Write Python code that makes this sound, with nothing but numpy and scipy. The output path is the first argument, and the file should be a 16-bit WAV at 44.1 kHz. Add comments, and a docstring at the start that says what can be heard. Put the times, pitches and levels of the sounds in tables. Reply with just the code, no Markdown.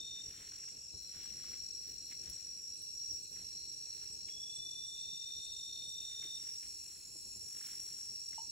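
"""Crickets trill in overlapping bouts in a tropical forest at night, each wing stroke a short tone;
a lower one gives drawn-out rising calls. Further off, katydid wings hiss and chirp.
A small campfire murmurs, and pockets in the wood burst with a snap. Someone beside it rustles
in the leaves and handles a bottle, whose air rings in one hollow plop near the end."""
import sys
import numpy as np
from scipy import signal
from scipy.fft import rfft, irfft, next_fast_len
from scipy.io import wavfile
from scipy.ndimage import uniform_filter1d

SR = 44100
rng = np.random.default_rng(int(sys.argv[2]) if len(sys.argv) > 2 else 0)


def to_wav(s):
    """Save 16-bit WAV."""
    ch = np.atleast_2d(s).T  # columns
    pcm = np.round(np.clip(ch, -1, 1) * 32767)  # PCM
    wavfile.write(sys.argv[1], SR, pcm.astype(np.int16))


N = 375291
TIME = np.arange(N) / SR
FFT_SIZE = next_fast_len(N + SR, True)
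FREQS = np.maximum(np.fft.rfftfreq(FFT_SIZE, 1 / SR), 1)

# far insects gathering strength: t/s, level/dB
FAR_LEVEL = [(0, -60.5), (3.1, -60.5), (6, -59), (7.6, -55.5), (8.5, -58.5)]
# thin, very high hiss: f/Hz, level/dB
THIN_HISS = [(11500, -25), (13000, -7), (14500, 2), (15500, 3), (16000, -5)]


def from_db(db):
    """Decibels to gain."""
    return 10 ** (np.asarray(db) / 20)


def rms_one(x):
    """Scale to rms 1."""
    return x / np.sqrt(np.mean(x ** 2) + 1e-20)


def in_time(points):
    """Table interpolated over time."""
    return np.interp(TIME, *np.transpose(points))


def at_hz(points):
    """Table interpolated over log frequency."""
    hz, value = np.transpose(points)
    return np.interp(np.log(FREQS), np.log(hz), value)


def shaped(x, response):
    """Filter by a frequency response."""
    return irfft(rfft(x, FFT_SIZE) * response, FFT_SIZE)[..., :N]


def drift(rate_hz):
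    """Random wander, rms 1."""
    knots = rng.standard_normal(4096)
    return rms_one(np.interp(TIME * rate_hz, np.arange(len(knots)), knots))


def panned(db):
    """Stereo gains, left minus right = db."""
    return from_db(np.array([[db], [-db]]) / 2)


def fade(start_s, t60_s):
    """Sudden start, exponential decay."""
    age = TIME - start_s
    return (age >= 0) * from_db(-60 * np.clip(age / t60_s, 0, 4))


def swell(peak_s, db, rise_s, fall_s):
    """Envelope: up 20 dB per rise_s, down 20 dB per fall_s."""
    distance = np.maximum((peak_s - TIME) / rise_s, (TIME - peak_s) / fall_s)
    return from_db(db - 20 * np.minimum(distance, 10))


def noise(spectrum):
    """Coloured stereo noise, rms 1; less alike at the two microphone ports where diffuse."""
    # likeness of the ports: f/Hz, correlation
    likeness = [(30, .97), (120, 0.93), (300, 0.67), (700, 0.28), (2000, 0.57), (5000, 0.45), (6500, 0.33),
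                (8000, 1), (16000, 1)]
    alike, gain = np.clip(at_hz(likeness), 0, 1), from_db(at_hz(spectrum))
    mid = shaped(rng.standard_normal(N), gain * np.sqrt(1 + alike))
    side = shaped(rng.standard_normal(N), gain * np.sqrt(1 - alike))
    return rms_one(np.array([mid + side, mid - side]))


def forest(x, wet_db, t60_s, count=120):
    """Direct sound plus echoes off trunks and leaves, separate for each port."""
    delays_s = rng.uniform(.003, .4, (2, count))
    gains = rng.standard_normal((2, count)) * from_db(-60 * delays_s / t60_s)
    response = np.zeros((2, SR // 2))
    for side in range(2):
        response[side, (delays_s[side] * SR).astype(int)] = gains[side] / np.linalg.norm(gains[side])
    echoes = signal.oaconvolve(np.broadcast_to(x, (2, N)), response, axes=1)[:, :N]
    return x + from_db(wet_db) * echoes


def night_air():
    """Faint steady hiss."""
    # f/Hz, level/dB
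    spectrum = [(500, 0), (1000, -10), (2000, -16), (3200, 1), (4800, 11), (6200, 8.5), (9000, -2.5),
                (12000, -6.5), (16000, -11)]
    return from_db(-68.5) * noise(spectrum)


def far_hiss():
    """Distant katydid wings merge into rasping bands; a thin hiss swells above them."""
    # main, upper and low trill bands: f/Hz, level/dB
    hiss_band = [(5900, -38.5), (6300, -9.5), (6650, -2), (7150, 1.5), (7700, 1.5), (8050, 1), (8600, -0.5),
                 (9400, -13.5), (10000, -9), (11500, -40)]
    upper_band = [(7500, -23), (8800, 4.5), (10000, -3), (11200, 1), (11800, -8.5), (14000, -10.5),
                  (16000, -26)]
    trill_band = [(1900, -25), (2300, -7), (2550, 5), (2850, 0.5), (3200, -33), (3700, -27)]
    # upper band envelope: t/s, level/dB
    upper_level = [(0, -82), (.35, -75), (.8, -85), (1.4, -74), (1.8, -78), (3.7, -78.5), (4.8, -73.5),
                   (5.5, -70), (6.5, -66.5), (7.2, -66), (7.7, -63), (8.4, -70)]
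    # brief swells of thin, very high hiss, some with the camper's movements: t/s, level/dB
    thin_swells = [(1.03, -71), (1.17, -72), (1.5, -71), (1.89, -65), (2.09, -69), (2.3, -71),
                   (3.14, -64.5), (3.31, -71), (3.96, -73), (6.35, -74), (7.67, -65), (7.81, -67),
                   (8.29, -72)]
    upper_db = in_time(upper_level)
    hiss = from_db(in_time(FAR_LEVEL) + 1.5 + 1.5 * drift(230)) * noise(hiss_band)
    upper = from_db(upper_db + 4.5 + 1.3 * drift(300)) * noise(upper_band)
    thin_peaks = np.max([swell(s, db, rise_s=.07, fall_s=.18) for s, db in thin_swells], axis=0)
    thin_bed = from_db(upper_db - 8.5)
    thin = np.hypot(thin_peaks, thin_bed) * from_db(2.4 * drift(250)) * noise(THIN_HISS)
    trill = from_db(-74.4 + 2 * drift(90)) * noise(trill_band)
    return from_db(-1) * (hiss + upper + thin + trill)


def far_crickets(count=9):
    """Distant crickets, one pitch each, flicker in and out of the hiss."""
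    out = np.zeros(N)
    for hz in np.geomspace(6650, 8050, count):
        level = from_db(6.9 * np.minimum(drift(24), 2))
        out += level * np.sin(2 * np.pi * np.cumsum(hz + 35 * drift(150)) / SR)
    return from_db(in_time(FAR_LEVEL) - 6) * rms_one(out)


def katydid_chirps(gap_s=.015, first_s=.0021, second_s=.011):
    """A short wing stroke, then a longer one."""
    # double chirps: t/s, level/dB, f/Hz
    chirps = [(1.2394, -51, 7950), (2.3321, -47, 7990), (2.7766, -51, 8000), (3.2274, -49, 8000),
              (3.678, -48, 7930), (4.1154, -47, 8000), (4.5535, -44.5, 7980), (4.9984, -50, 7980),
              (5.4335, -48, 8040), (5.5744, -49, 7260), (5.8744, -47, 8060), (6.341, -48, 8100),
              (6.8853, -59, 7800), (7.3502, -48, 7160), (7.5264, -59, 7400), (7.9194, -51, 7280)]
    out = np.zeros(N)
    for s, db, hz in chirps:
        near = np.abs(TIME - s) < .1
        age = TIME[near] - s - first_s
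        strokes = .75 * np.exp(-(age / first_s) ** 2) + np.exp(-((age - gap_s) / second_s) ** 2)
        out[near] += from_db(db - 2) * strokes * np.sin(2 * np.pi * hz * age)
    return forest(out, wet_db=-17, t60_s=.3)


def fire():
    """The flame flutters; pockets in the wood burst with a bright snap."""
    # flame murmur: f/Hz, level/dB
    flame_band = [(20, -26), (32, -16), (48, 0), (70, 0.5), (120, -3), (166, -6), (230, -9.5), (420, -9),
                  (634, -19.5), (900, -25), (1500, -45)]
    # settling flame, and snaps: t/s, level/dB
    flame_level = [(0, -67.5), (2.5, -67), (5.2, -68.5), (6, -70.5), (8.5, -69.5)]
    snaps = [(2.2983, -37.5), (2.822, -42), (3.937, -50), (3.9629, -49)]
    flame = from_db(in_time(flame_level) - .3 + 2.38 * drift(25)) * noise(flame_band) * panned(1.2)
    bursts = sum(from_db(db - 6.3) * (fade(s, .011) + .22 * fade(s, .15)) for s, db in snaps)
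    return flame + bursts * noise([(1000, -18), (5000, -1), (8000, 0), (11000, 8), (16000, -1)])


def crunch(clicks_per_s=300, spread_db=3.8, count=12):
    """Leaf fibres give way in tiny clicks, each ringing a few cycles."""
    sizes = from_db(spread_db * np.minimum(rng.exponential(1, N), 3)) * rng.choice([-1, 1], N)
    clicks = sizes * (rng.random(N) < clicks_per_s / SR)
    band = rng.integers(0, count, N)
    out = np.zeros(N)
    for k, hz in enumerate(np.geomspace(1450, 4200, count)):
        out += signal.lfilter(*signal.iirpeak(hz, 3.5, fs=SR), clicks * (band == k) + 1e-18) / hz
    return rms_one(out)


def leaves():
    """Leaves slide, swish and crunch as the camper moves."""
    # movements: t/s, level/dB, rise/s, fall/s
    rustles = [(.19, -73, .2, .5), (.42, -65, .4, .4), (.55, -68, .06, .4), (1.23, -63.5, .26, .35),
               (1.48, -64.5, .4, .27), (1.89, -72, .15, .35), (2.125, -65, .07, .04),
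               (2.26, -68.5, .12, .5), (3.36, -73.5, .1, .8), (4.06, -74, .9, .25), (4.29, -72, .06, .05),
               (5.3, -81, .3, .3), (6.12, -71, .12, .2), (6.232, -63, .02, .12), (6.47, -69.5, .25, .25),
               (6.635, -68, .06, .2), (6.9, -74, .15, .4), (7.67, -64.5, .28, .4), (7.88, -71, .2, .55),
               (8.345, -68, .04, .07)]
    # leaf friction: f/Hz, level/dB
    slide_band = [(300, 5), (700, -8.5), (1400, -4.5), (2200, 5), (3500, 4.5), (6000, -4), (12000, -8.5),
                  (16000, -28)]
    motion = np.max([swell(*row) for row in rustles], axis=0)
    slide = from_db(.9 + 1.34 * drift(260)) * noise(slide_band)
    swish = from_db(-8) * noise(THIN_HISS)
    crackle = from_db(-4.3) * forest(crunch(), wet_db=-6, t60_s=.15)
    return motion * (slide + swish + crackle)


def knocks(hits, t60_s, q):
    """Each brief rough contact rings one broad resonance."""
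    out = np.zeros(N)
    for s, db, hz in hits:
        contact = fade(s, t60_s) * rng.standard_normal(N)
        body = signal.lfilter(*signal.iirpeak(hz, q, fs=SR), contact)
        out += from_db(db) * body / np.abs(body).max()
    return out


def handling(thud_cutoff_hz=600):
    """Twigs and the bottle knock; the ground thuds."""
    # hard taps and soft bumps: t/s, level/dB, f/Hz
    tap_hits = [(0.632, -58, 1730), (0.6797, -55, 2180), (1.4384, -56.5, 1340), (1.5319, -54, 2190),
                (2.1135, -49.5, 2210), (2.1219, -50, 2240), (2.2358, -61, 2580), (3.3603, -58, 1910),
                (4.2852, -48, 2600), (6.226, -51.5, 2100), (6.6303, -55, 2440), (7.6101, -56, 1790),
                (8.329, -53, 2000)]
    ground_hits = [(.41, -55, 70), (0.938, -51, 80.7), (1.159, -51.5, 70.0), (2.279, -51, 61.9),
                   (3.43, -55, 75), (4.1, -54, 70), (4.578, -55, 130), (5.124, -56, 164), (6.25, -54, 340),
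                   (7.153, -53, 300), (7.259, -53, 61.9), (7.36, -55, 100)]
    taps = from_db(-1) * knocks(tap_hits, t60_s=.053, q=5.8)
    bumps = from_db(-2.5) * knocks(ground_hits, t60_s=.1, q=3.9)
    thuds = shaped(bumps, 1 / (1 + 1j * FREQS / thud_cutoff_hz))
    return forest(taps + thuds, wet_db=-9, t60_s=.17)


def bottle_plop(start_s=8.3802, level_db=-42, bend=.051, settle_s=.013, attack_s=.0021):
    """The air in the bottle rings briefly, bending up to pitch."""
    # air modes: f/Hz, level/dB, t60/s
    modes = [(917, 0, .1), (2998, -16, .1)]
    age = np.maximum(TIME - start_s, 0)
    bent_age = age - bend * settle_s * (1 - np.exp(-age / settle_s))
    ring = sum(from_db(level_db + db) * fade(start_s, t60_s) * np.sin(2 * np.pi * hz * bent_age)
               for hz, db, t60_s in modes)
    return forest(ring * np.minimum(age / attack_s, 1) * panned(-3.9), wet_db=-13, t60_s=.2)


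def stridulate(bouts, duty, sag_hz, rise_hz, warm_s, swell_s, hurry, jitter, overtone_db,
               uneven_db=1.37, lead_rad=0, surge_db=0, surge_at_s=1, surge_s=.55):
    """Each wing stroke draws the file over the scraper: a short tone that sags in pitch."""
    out = np.zeros((2, N))
    for start, end, hz, rate_hz, db, pan_db in bouts:
        on = (TIME >= start) & (TIME < end)
        age = TIME[on] - start
        cold = np.exp(-age / warm_s)   # a bout starts low and hurried
        strokes = np.cumsum(rate_hz * (1 + hurry * cold + jitter * drift(8)[on])) / SR
        stroke_s = duty / rate_hz
        along = np.minimum(strokes % 1 / duty, 1)
        phase = 2 * np.pi * stroke_s * along * (hz - rise_hz * cold + sag_hz * (1 - along) / 2)
        phase = phase + lead_rad * rng.choice([-1, 1]) * np.array([[.5], [-.5]])   # one port is nearer
        tone = np.sin(phase) + from_db(overtone_db) * np.sin(2 * phase)
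        force_db = uneven_db * rng.standard_normal(2048)[strokes.astype(int)]
        effort_db = surge_db * np.exp(-((age - surge_at_s) / surge_s) ** 2)   # builds, then tires
        gate = (1 - np.exp(-age / swell_s)) * np.minimum((end - TIME[on]) / .04, 1)
        level = from_db(db + force_db + effort_db) * gate
        out[:, on] += panned(pan_db) * level * np.sin(np.pi * along) * tone
    return out


def thin_crickets():
    """Faint, very high trills."""
    # bouts: start/s, end/s, f/Hz, stroke rate/Hz, level/dB, pan/dB
    bouts = [(-1, 3.6, 11290, 94, -3, 0), (.9, 6, 11320, 103, -5, 0), (2, 4.9, 11110, 123, -2, 0),
             (.8, 1.9, 10950, 123, -6, 0)]
    trills = stridulate(bouts, duty=.82, sag_hz=200, rise_hz=60, warm_s=.3, swell_s=.13,
                        hurry=.003, jitter=.0014, overtone_db=-80)
    return from_db(-68) * forest(trills, wet_db=-1, t60_s=.48)


def buzzing_crickets():
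    """Fast strokes blur into a buzz that surges once per bout."""
    # bouts: start/s, end/s, f/Hz, stroke rate/Hz, level/dB, pan/dB
    bouts = [(-3, .79, 4250, 113.2, -1, 3), (-3, 2.5, 4270, 111.6, -13, 3),
             (.87, 2.57, 4215, 113.25, .5, 5), (2.64, 4.37, 4215, 113.25, 0, 5),
             (4.46, 9, 4235, 113.2, -1.5, 5), (4.3, 9, 4250, 111.6, -7, 3)]
    buzz = stridulate(bouts, duty=.63, sag_hz=240, rise_hz=60, warm_s=.4, swell_s=.04, hurry=.004,
                      jitter=.001, overtone_db=-40, uneven_db=1.8, lead_rad=.33, surge_db=4.5)
    return from_db(-58.6) * forest(buzz, wet_db=-1, t60_s=.44)


def low_cricket(hz=3654, rate_hz=31, rise_hz=290, turn_drop_hz=124, warm_s=.46, swell_s=.14,
                back_s=.45, lean=.15, grip=.6, ring_over=.25):
    """Wings sound on closing and opening; pitch and back stroke build as the call warms."""
    # calls: start/s, end/s
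    calls = [(-2, .22), (4.26, 6.385)]
    out = np.zeros((2, N))
    for start, end in calls:
        age = np.maximum(TIME - start, 0)
        wing = 2 * np.pi * rate_hz * age
        one_way = lean + (1 - lean) * np.exp(-(age / back_s) ** 2)   # closing stroke only at first
        speed = one_way - np.cos(wing)
        pitch_hz = hz - rise_hz * np.exp(-(age / warm_s) ** 1.3) + 5 * drift(70)
        phase = 2 * np.pi * np.cumsum(pitch_hz) / SR + np.array([[.5], [-.5]])   # left leads 1 rad
        tone = np.tanh(grip * speed) / np.tanh(grip) * np.sin(phase)
        tone += ring_over * np.sin(wing) * np.cos(phase)
        # wings slow at the turn: a brief lower rasp
        turning = .2 * (1 - one_way) * np.exp(-(speed / .4) ** 2) * from_db(3 * drift(200))
        tone += turning * np.sin(phase - 2 * np.pi * turn_drop_hz * age)
        gate = (1 - np.exp(-age / swell_s)) * np.clip((end - TIME) / .0089, 0, 1)
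        effort_db = .35 * np.minimum(age, 2) ** 2 + .4 * drift(120)   # presses harder towards the end
        out += gate * tone / (1 + .55 * one_way) * from_db(effort_db)
    return from_db(-46.3) * forest(out * panned(4), wet_db=-10, t60_s=.67)


def shrill_chorus():
    """Near trills over a blur of far crickets, swelling and ebbing as a whole."""
    # bouts: start/s, end/s, f/Hz, stroke rate/Hz, level/dB, pan/dB
    bouts = [(-1, .75, 5660, 47.24, -4.5, 2), (-1, 1.45, 5650, 43.24, -6, 3),
             (.45, 4.5, 5420, 47.27, -9, -1), (.82, 3.4, 5630, 47.24, -3, 5),
             (1.52, 4.05, 5640, 43.24, -5, 1), (2.1, 6.85, 5660, 64.2, -6, -1),
             (2.6, 4.4, 5650, 95.3, -4, -1), (3.4, 5.42, 5610, 47.24, -4, 0),
             (4.18, 6.95, 5640, 43.24, -4.5, 5), (5.52, 6.95, 5610, 47.24, -6, -1),
             (6.27, 9, 5420, 47.27, -7, -1), (7.08, 9, 5630, 47.24, -2.5, 0), (7.55, 9, 5650, 64.2, -5, 0),
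             (8.03, 9, 5630, 43.24, -7, 2)]
    # far crickets: f/Hz, level/dB
    blur_band = [(3000, -34.5), (4900, -33), (5250, -12), (5450, -5), (5620, 1), (5720, 1), (5830, -22.5),
                 (6100, -38.5)]
    # chorus envelope: t/s, level/dB
    chorus_level = [(0.0, -47), (0.02, -53), (0.26, -50), (0.4, -55), (0.66, -50), (0.78, -53), (1.8, -48),
                    (1.89, -51), (2.74, -49), (2.79, -53), (3.12, -44), (3.29, -55), (3.36, -50),
                    (5.92, -51), (6.51, -49), (7.03, -56), (7.69, -49), (8.5, -50)]
    trills = stridulate(bouts, duty=.64, sag_hz=150, rise_hz=398, warm_s=.16, swell_s=.046,
                        hurry=.04, jitter=.0004, overtone_db=-40, uneven_db=1.27, lead_rad=1.47)
    chorus = forest(trills, wet_db=-4, t60_s=.5) * panned(.68) + from_db(-16.3) * noise(blur_band)
    power = uniform_filter1d(chorus.mean(0) ** 2, SR // 5)
    levelled = chorus / np.sqrt(np.abs(power) + .03 * power.mean())
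    return levelled * from_db(in_time(chorus_level) + .3)


def scene():
    """Insects all round, fire and camper close by."""
    background = night_air() + far_hiss() + far_crickets() + katydid_chirps()
    crickets = shrill_chorus() + buzzing_crickets() + thin_crickets() + low_cricket()
    camp = fire() + leaves() + handling() + bottle_plop()
    return background + crickets + camp


def record(dry, cutoff_hz=15800):
    """The two ports part in phase in the treble; steep low-pass on top."""
    # left port's lead: f/Hz, phase/rad
    port_phase = [(0, 0), (7000, 0), (8100, -1.7), (8600, -3), (9500, -3.3), (10400, -6.2), (11800, -6.4),
                  (12600, -9.2), (13800, -9.5), (14600, -12.5)]
    lead_rad = np.interp(FREQS, *np.transpose(port_phase))
    ports = np.exp(1j * lead_rad * np.array([[0], [-1]]))
    low_pass = 1 / np.sqrt(1 + (FREQS / cutoff_hz) ** 400)
    return shaped(dry, ports * low_pass)


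dry = scene()
out = record(dry)
to_wav(out)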